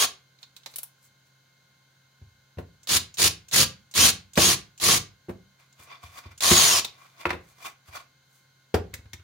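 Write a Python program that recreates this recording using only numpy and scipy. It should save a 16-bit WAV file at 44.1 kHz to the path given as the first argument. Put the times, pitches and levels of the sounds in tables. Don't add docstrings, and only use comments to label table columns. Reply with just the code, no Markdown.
import sys
import numpy as np
from scipy import signal
from scipy.fft import rfft, irfft, next_fast_len
from scipy.io import wavfile
from scipy.ndimage import uniform_filter1d

SR = 44100
rng = np.random.default_rng(int(sys.argv[2]) if len(sys.argv) > 2 else 0)


def persist_wave(psi):
    counts = np.round(np.clip(psi, -1, 1) * 32767).astype(np.int16)
    wavfile.write(sys.argv[1], SR, np.atleast_2d(counts).T)


N = 407043

REVERSED_FROM_S = 6
# pitch in Hz, width in Hz, level in dB.
BOARD_MODES = [(690, 50, -3), (1100, 90, 1), (1430, 60, -7), (2050, 90, -5), (2370, 90, -3),
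               (3500, 120, -9), (4700, 120, -12)]
# pitch in Hz, level in dB, time to fall by 60 dB in seconds.
BENCH_MODES = [(74, -4, .1), (92, -1, .12), (190, -1, .1), (345, -3, .09), (520, -9, .07), (690, -12, .05),
               (1030, -13, .045), (1300, -17, .03), (2000, -18, .025), (2550, -20, .02)]


def gain_of(db):
    return 10 ** (np.asarray(db) / 20)


def evened(x):
    return x / np.sqrt(np.mean(x ** 2) + 1e-20)


def read(points, hz):
    f, value = np.transpose(points)
    return np.interp(np.log(hz + 1), np.log(f + 1), value)


def add(mix, s, sound):
    part = mix[:, round(s * SR):][:, :sound.shape[1]]
    part += sound[:, :part.shape[1]]


def pair(count):
    # pitch in Hz, likeness of left and right from 0 to 1.
    likeness = [(100, 0.99), (300, 0.79), (700, 0.24), (1500, 0.26), (6000, 0.19), (14000, 0.12)]
    a, b = rfft(rng.standard_normal((2, count)))
    same = np.clip(read(likeness, np.fft.rfftfreq(count, 1 / SR)), 0, 1)
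    return irfft(np.array([a, same * a + np.sqrt(1 - same ** 2) * b]), count)


def coloured(x, slope, peaks=()):
    hz = np.fft.rfftfreq(x.shape[1], 1 / SR)
    power = gain_of(2 * read(slope, hz))
    for centre_hz, width, db in peaks:
        power = power + gain_of(2 * db) / (1 + (2 * (hz - centre_hz) / width) ** 2)
    return evened(irfft(rfft(x) * np.sqrt(power), x.shape[1]))


def wander(count, size):
    once = uniform_filter1d(rng.standard_normal(count), size)
    return evened(uniform_filter1d(once, size))


def patchy(x, patchy_db):
    z = signal.stft(x, nperseg=256, noverlap=192)[2]
    field = uniform_filter1d(rng.standard_normal(z.shape[1:]), size=4, axis=0)
    field = uniform_filter1d(field, size=8, axis=1)
    z = z * gain_of(patchy_db * evened(field))
    return evened(signal.istft(z, nperseg=256, noverlap=192)[1][:, :x.shape[1]])


def motor(on, let_go, braked, spin_up, top_hz, last_hz):
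    start_hz = 905
    brake_hz_per_s, brake_s = 94000, .05
    coast_power = 1.2 if on > REVERSED_FROM_S else 1.4
    t = np.arange(max(on, 0), braked + brake_s, 1 / SR)
    up = top_hz - (top_hz - start_hz) * np.exp(-(t - on) / spin_up)
    coast = np.clip((t - let_go) / (braked - let_go), 0, 1) ** coast_power
    late = np.maximum(t - braked, 0)
    mesh_hz = np.maximum(up - (top_hz - last_hz) * coast - brake_hz_per_s * late, start_hz)
    return t, mesh_hz, late


def gear_whine(mesh_hz, reverse):
    # multiple of the tooth rate, level in dB drilling forward, level in dB in reverse.
    gears = [(.87, -7, -20), (1, -1, -5), (1.16, -20, -5), (1.73, -5, -14), (2, 1, 2), (2.31, -16, -2),
             (3, -5, -4)]
    # pitch in Hz, level in dB.
    shell_tones = [(1500, -12), (2400, -4), (3150, 1), (3500, -4), (3850, 3), (4500, -5), (5300, 1),
                   (5800, 2), (6200, -1), (6600, 3), (7200, 1), (7500, -7), (8200, -2), (9600, 0),
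                   (11000, -6)]
    n = len(mesh_hz)
    turns = np.cumsum(mesh_hz * (1 + .006 * wander(n, size=100))) / SR
    whine = np.zeros((2, n))
    for order, *db in gears:
        radiated_db = db[int(reverse)] + read(shell_tones, order * mesh_hz)
        radiated_db += np.minimum(20 * np.log2(mesh_hz / 2700), 0)
        radiated_db += 2.5 * wander(n, size=350)
        for side in whine:
            side_gain = gain_of(radiated_db + 1.5 * wander(n, size=300))
            side += side_gain * np.sin(2 * np.pi * (order * turns + .3 * rng.random()))
    return whine


def tooth_rattle(n):
    # pitch in Hz, relative level per Hz in dB.
    rattle_slope = [(60, -62), (180, -41), (300, -33), (372, -9.5), (885, -13.5), (1120, -9), (2210, -6),
                    (3080, -4), (3350, -3.5), (6520, -4), (7570, -10.5), (16000, -13.5)]
    # pitch in Hz, width in Hz, level in dB.
    shell_peaks = [(4380, 820, -1), (6820, 290, 0.5), (9470, 1800, -5)]
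    grains = gain_of(1.8 * wander(n, size=12) + 1.3 * wander(n, size=150))
    return patchy(coloured(pair(n) * grains, rattle_slope, shell_peaks), patchy_db=1.5)


def burst(on, let_go, braked, spin_up, top_hz, last_hz, rattle_db, whine_db, rumble_db, board_db):
    take_up_s = 0.023
    brake_db_per_s = 701.5
    clock, mesh_hz, late = motor(on, let_go, braked, spin_up, top_hz, last_hz)
    n, reverse = len(mesh_hz), on > REVERSED_FROM_S
    mesh_hz = uniform_filter1d(mesh_hz, size=600)
    speed = np.log2(mesh_hz / top_hz)

    rattle_db = rattle_db + 11 * speed - brake_db_per_s * late
    whine_slope = np.where(clock < let_go, 30, -6 if reverse else 40)
    whine_db = whine_db + whine_slope * speed - 2 * brake_db_per_s * late
    rumble_db = rumble_db + 4 * speed

    whine = gear_whine(mesh_hz, reverse)
    rattle = tooth_rattle(n)
    shake = [(hz, 40 + 0.0057 * hz, db) for hz, db, _ in BENCH_MODES[1:5]]
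    rumble = coloured(pair(n), [(30, -60.5), (55, -41.5), (80, -22), (500, -27.5), (900, -52.5)], shake)
    board = coloured(pair(n), [(100, -70), (300, -43), (5000, -35.5)], BOARD_MODES[:2])
    board = board * gain_of(board_db + 1.8 * wander(n, size=300))
    shaken = rattle + board + gain_of(rumble_db) * rumble
    sound = gain_of(rattle_db) * shaken + gain_of(whine_db) * whine
    return clock[0], sound * np.minimum((clock - on) / take_up_s, 1)


def click(s, db, hz, fizz_db, body_db, t60=.05):
    # time in seconds, left over right in dB.
    drill_pan = [(.4, -5), (.8, -1.5), (7, -1), (8.9, 2)]
    t = np.arange(SR // 8) / SR
    pan_db = np.interp(s, *np.transpose(drill_pan))
    slope = [(250, body_db - 22.0), (600, body_db + 0.5), (1700, body_db - 8.5), (2600, -13.0),
             (7000, -13), (10000, fizz_db - 11.5), (16000, fizz_db - 10.5)]
    tick = coloured(pair(len(t)), slope, [(hz, .14 * hz, -2)])
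    envelope = gain_of(db - 13.5 - 60 * t / t60) * (1 - np.exp(-t / .0006))
    return s, tick * envelope * gain_of([[pan_db / 2], [-pan_db / 2]])


def knock(s, db, centre_hz, hardness_db, body_db, crack_db):
    t = np.arange(SR // 3) / SR
    chance = rng.random((4 * len(BENCH_MODES), 3))
    ring = np.zeros((2, len(t)))
    for (hz, level_db, t60), (a, b, c) in zip(4 * BENCH_MODES, chance):
        octaves = np.log2(hz / centre_hz)
        near_db = 8 * np.exp(-(octaves / 0.62) ** 2)
        level_db = level_db + hardness_db * octaves + near_db + 5 * (a - .5)
        lag = np.array([[0], [(c - .5) * min(hz / 250, 3)]])
        ring += gain_of(level_db - 60 * t / t60) * np.sin(2 * np.pi * hz * (.9 + .2 * b) * t + lag)
    body_slope = [(90, -20.0), (200, -7.0), (450, 0.5), (900, -9.0), (1800, -18.5), (5000, -35.5)]
    crack_slope = [(400, -20), (1200, 0), (2500, -2), (4500, -13), (7000, -24), (12000, -30)]
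    buzz = gain_of(body_db - 60 * t / 0.11) * coloured(pair(len(t)), body_slope)
    crack = gain_of(crack_db - 60 * t / .05) * coloured(pair(len(t)), crack_slope)
    sound = ring / abs(ring).max() + buzz + crack
    return s, gain_of(db) * sound * (1 - np.exp(-t / .0012))


def stroke(peak, rise, fall, peak_db, fizz_db):
    edge_db, bend = -22.5, 0.97
    t = np.arange(-1.5 * rise, 1.5 * fall, 1 / SR)
    db = peak_db + edge_db * np.where(t < 0, -t / rise, t / fall) ** bend
    n = len(t)
    grit = pair(n) * gain_of(2.2 * wander(n, size=25) + 1.3 * wander(n, size=300))
    body = coloured(grit, [(300, -32), (900, -20), (2500, -16), (6000, -22), (8000, -40)], BOARD_MODES)
    body = patchy(body, patchy_db=2.5)
    fizz = coloured(grit, [(4000, -17), (6500, -5.5), (11000, -10.0), (16000, -10)])
    sound = gain_of(db) * (body + gain_of(fizz_db) * fizz)
    return peak + t[0], sound * signal.windows.tukey(n, .1)


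def room(x):
    # pitch in Hz, time to fall by 60 dB in seconds.
    decay = [(100, 0.48), (300, .3), (1000, 0.27), (4000, 0.26), (12000, 0.16)]
    hz, t, z = signal.stft(pair(SR // 2), SR, nperseg=256)
    fade = gain_of(-60 * t / read(decay, hz)[:, None])
    tail = signal.istft(z * fade, SR, nperseg=256)[1]
    tail[:, :200] = 0
    return signal.fftconvolve(x.mean(0)[None], tail / np.linalg.norm(tail[0]), axes=1)[:, :N]


def appliance_hum():
    # pitch in Hz, level in dB before all tones are lifted alike.
    hum_tones = [(133, -72), (532.9, -89), (1061, -83), (1459, -82), (1593, -84), (2123, -79), (2654, -94),
                 (3052, -88), (3984, -90)]
    t = np.arange(N) / SR
    hum = np.zeros((2, N))
    for hz, db in hum_tones:
        level_db = db + 5.5 + min(hz / 500, 1.5) * wander(N, size=2000)
        shift = np.array([[0], [.3 * rng.random()]]) * (hz > 300)
        hum += gain_of(level_db) * np.sin(2 * np.pi * (hz * t + shift))
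    return hum


def garage_air():
    # pitch in Hz, relative level per Hz in dB.
    air_slope = [(15, -53.5), (25, -25.5), (134, -5.5), (354, -18), (1040, -16.5), (1260, -35), (1440, -13),
                 (1840, -25), (2160, -16), (2410, -23.5), (4030, -23.5), (7310, -37.5), (16000, -37)]
    bands = [(1510, 150, -8.5), (3120, 77, -13), (4120, 710, -13.0), (6400, 530, -16.0),
             (13700, 6400, -28.5)]
    air = coloured(pair(next_fast_len(N)), air_slope, bands)
    return gain_of(-65.5) * air[:, :N]


def scene():
    # trigger touched in seconds, motor on in seconds, let go in seconds,
    # braked in seconds, spin-up time constant in seconds, top tooth rate in Hz, tooth rate it sags
    # towards in Hz, rattle level in dB, whine level in dB, bench rumble in dB relative to the rattle,
    # board ring in dB relative to the rattle, touch click level in dB, contact click level in dB.
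    pulls = [(-.13, -0.103, .025, .05, 0.041, 3416, 2950, -19, -27.5, -62, -11, -30, -17),
             (2.8313, 2.872, 2.955, 2.975, 0.048, 3320, 2780, -15.5, -29.5, -16, -21.5, -35, -15.5),
             (3.141, 3.171, 3.25, 3.28, .04, 3130, 2350, -14, -32, -16, -21.5, -26.5, -20.5),
             (3.484, 3.5126, 3.595, 3.638, 0.032, 3484, 2610, -14.5, -25, -15, -26, -28.5, -19),
             (3.912, 3.9389, 4.045, 4.102, 0.033, 3318, 2330, -14, -20, -15.5, -21, -31.5, -18),
             (4.3335, 4.3553, 4.47, 4.543, 0.036, 3446, 2340, -16.5, -22, -13.5, -15.5, -28, -19),
             (4.777, 4.799, 4.915, 4.98, 0.037, 3314, 2330, -16.5, -29, -13.5, -14.5, -30, -18),
             (6.377, 6.4055, 6.575, 6.797, 0.029, 3364, 2340, -16.5, -27.5, -23.5, -11.5, -28, -8.5)]
    # peak in seconds, rise in seconds, fall in seconds, level in dB,
    # fizz above 6 kHz in dB relative to the body.
    strokes = [(.425, .04, .06, -64.5, 0), (.58, .05, .08, -77, 12), (.72, 0.089, 0.21, -67.5, 10),
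               (1.055, .07, 0.055, -78.5, 21), (1.269, 0.044, 0.068, -83, 14), (5.6, 0.018, .11, -58, -9.5),
               (5.8, 0.035, 0.12, -53, -4), (5.835, .03, 0.042, -65, 12), (5.921, 0.078, 0.081, -43, -27),
               (6.039, 0.033, 0.13, -47.5, -8.5), (6.185, 0.094, 0.047, -44, -5),
               (6.249, 0.038, 0.068, -46.5, -25.5), (6.32, .03, .03, -51.5, -14.5),
               (7.02, 0.22, 0.31, -55.5, -9.5), (7.215, .05, 0.042, -40, -13),
               (7.352, 0.022, 0.095, -57, -37), (7.499, 0.14, 0.12, -65.5, 4),
               (7.67, 0.079, 0.045, -36, -6), (7.89, 0.044, .03, -52, -3), (7.959, 0.047, 0.061, -36, -11),
               (8.0, 0.016, .03, -51, -10), (8.361, 0.1, .11, -75.5, 14)]
    # start in seconds, level in dB, note in Hz, hardness in dB per octave,
    # body buzz in dB relative to the ring's peak, crack in dB relative to the ring's peak.
    knocks = [(2.216, -37, 93.1, -3, -27, -27), (2.572, -28.5, 81.4, -10, -23, -28),
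              (2.584, -24.5, 188, 3.5, -8.5, -17.5), (4.375, -2.5, 187, 5.5, -11.5, -11.5),
              (5.285, -22, 315, 1, -22, -38), (5.292, -22, 189.5, -3, -10, -28),
              (5.793, -45, 91.5, 3.5, -13.5, -9), (6.038, -38, 86, -17, -40, -22),
              (6.257, -34, 92.3, 0, -22, -15), (6.513, -3, 188, 4, -29, -12),
              (6.791, -34, 690, 11, -15, -5), (7.2537, -1, 1077, 10.5, -29, -22.5),
              (7.265, -22.5, 690, 1, -13, -7), (7.292, -27, 1040, 24, -20, -1.5),
              (7.304, -5, 1070, 9.5, -33, -15.5), (7.329, -16.5, 338, 10, -22.5, -14.5),
              (7.34, -26, 1035, 2, -11, -23), (7.884, -42, 82.8, -14, -14, -9),
              (8.741, -9.5, 335, -1, -6.5, -15), (8.934, -34, 89, -1, -13, -12),
              (8.987, -36.5, 76, -2, -19, -20), (9.055, -38, 91.8, -3, -22, -16.5),
              (9.135, -35, 119, -1.5, -31, -20), (9.195, -46.5, 74, 1, -32, -6)]
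    # start in seconds, level in dB, ring in Hz,
    # relative fizz above 9 kHz in dB, relative body under 2 kHz in dB.
    clicks = [(0.387, -42, 3970, -26, -21), (0.4289, -25, 4020, -36, -30), (0.5644, -25.5, 3930, -8, -25),
              (0.633, -37, 3730, -28, -22), (0.6603, -17, 4000, -11, -7), (0.738, -30, 4170, -14, -10),
              (0.759, -12, 10200, 4, -17), (0.7836, -12.5, 11200, 0, -17),
              (0.831, -12.5, 10850, 10.5, -10.5), (2.893, -9, 3570, -19.5, -18),
              (5.726, -40, 6870, -15, -24), (6.8463, -9, 3830, -10, -11), (6.8948, -36, 3850, -28, -22),
              (8.743, -15.5, 5050, -9.5, -10), (8.939, -15, 2040, -5.5, -29),
              (9.1322, -18.5, 2060, -11, -40)]
    bench = np.zeros((2, N))
    for touched, on, *rest, touch_db, contact_db in pulls:
        add(bench, *burst(on, *rest))
        if touched > 0:
            add(bench, *click(touched, touch_db, hz=6900, fizz_db=-10, body_db=-26, t60=.07))
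            add(bench, *click(on, contact_db, hz=3900, fizz_db=-8, body_db=-15, t60=.05))
    for row in clicks:
        add(bench, *click(*row))
    for row in knocks:
        add(bench, *knock(*row))
    for row in strokes:
        add(bench, *stroke(*row))
    return bench + gain_of(-8) * room(bench) + garage_air() + appliance_hum()


def record(dry):
    # pitch in Hz, level in dB.
    left_over_right = [(200, 0), (6000, -0.5), (9000, 0), (13000, 3)]
    size = next_fast_len(N)
    tilt = read(left_over_right, np.fft.rfftfreq(size, 1 / SR)) / 2
    tilted = irfft(rfft(dry, size) * gain_of([tilt, -tilt]), size)[:, :N]
    thin = signal.sosfilt(signal.butter(4, 62, "high", fs=SR, output="sos"), tilted)
    top_cut = signal.firwin(701, 15900, window=("kaiser", 11), fs=SR)
    return signal.oaconvolve(thin, top_cut[None], "same")


dry = scene()
out = record(dry)
persist_wave(out)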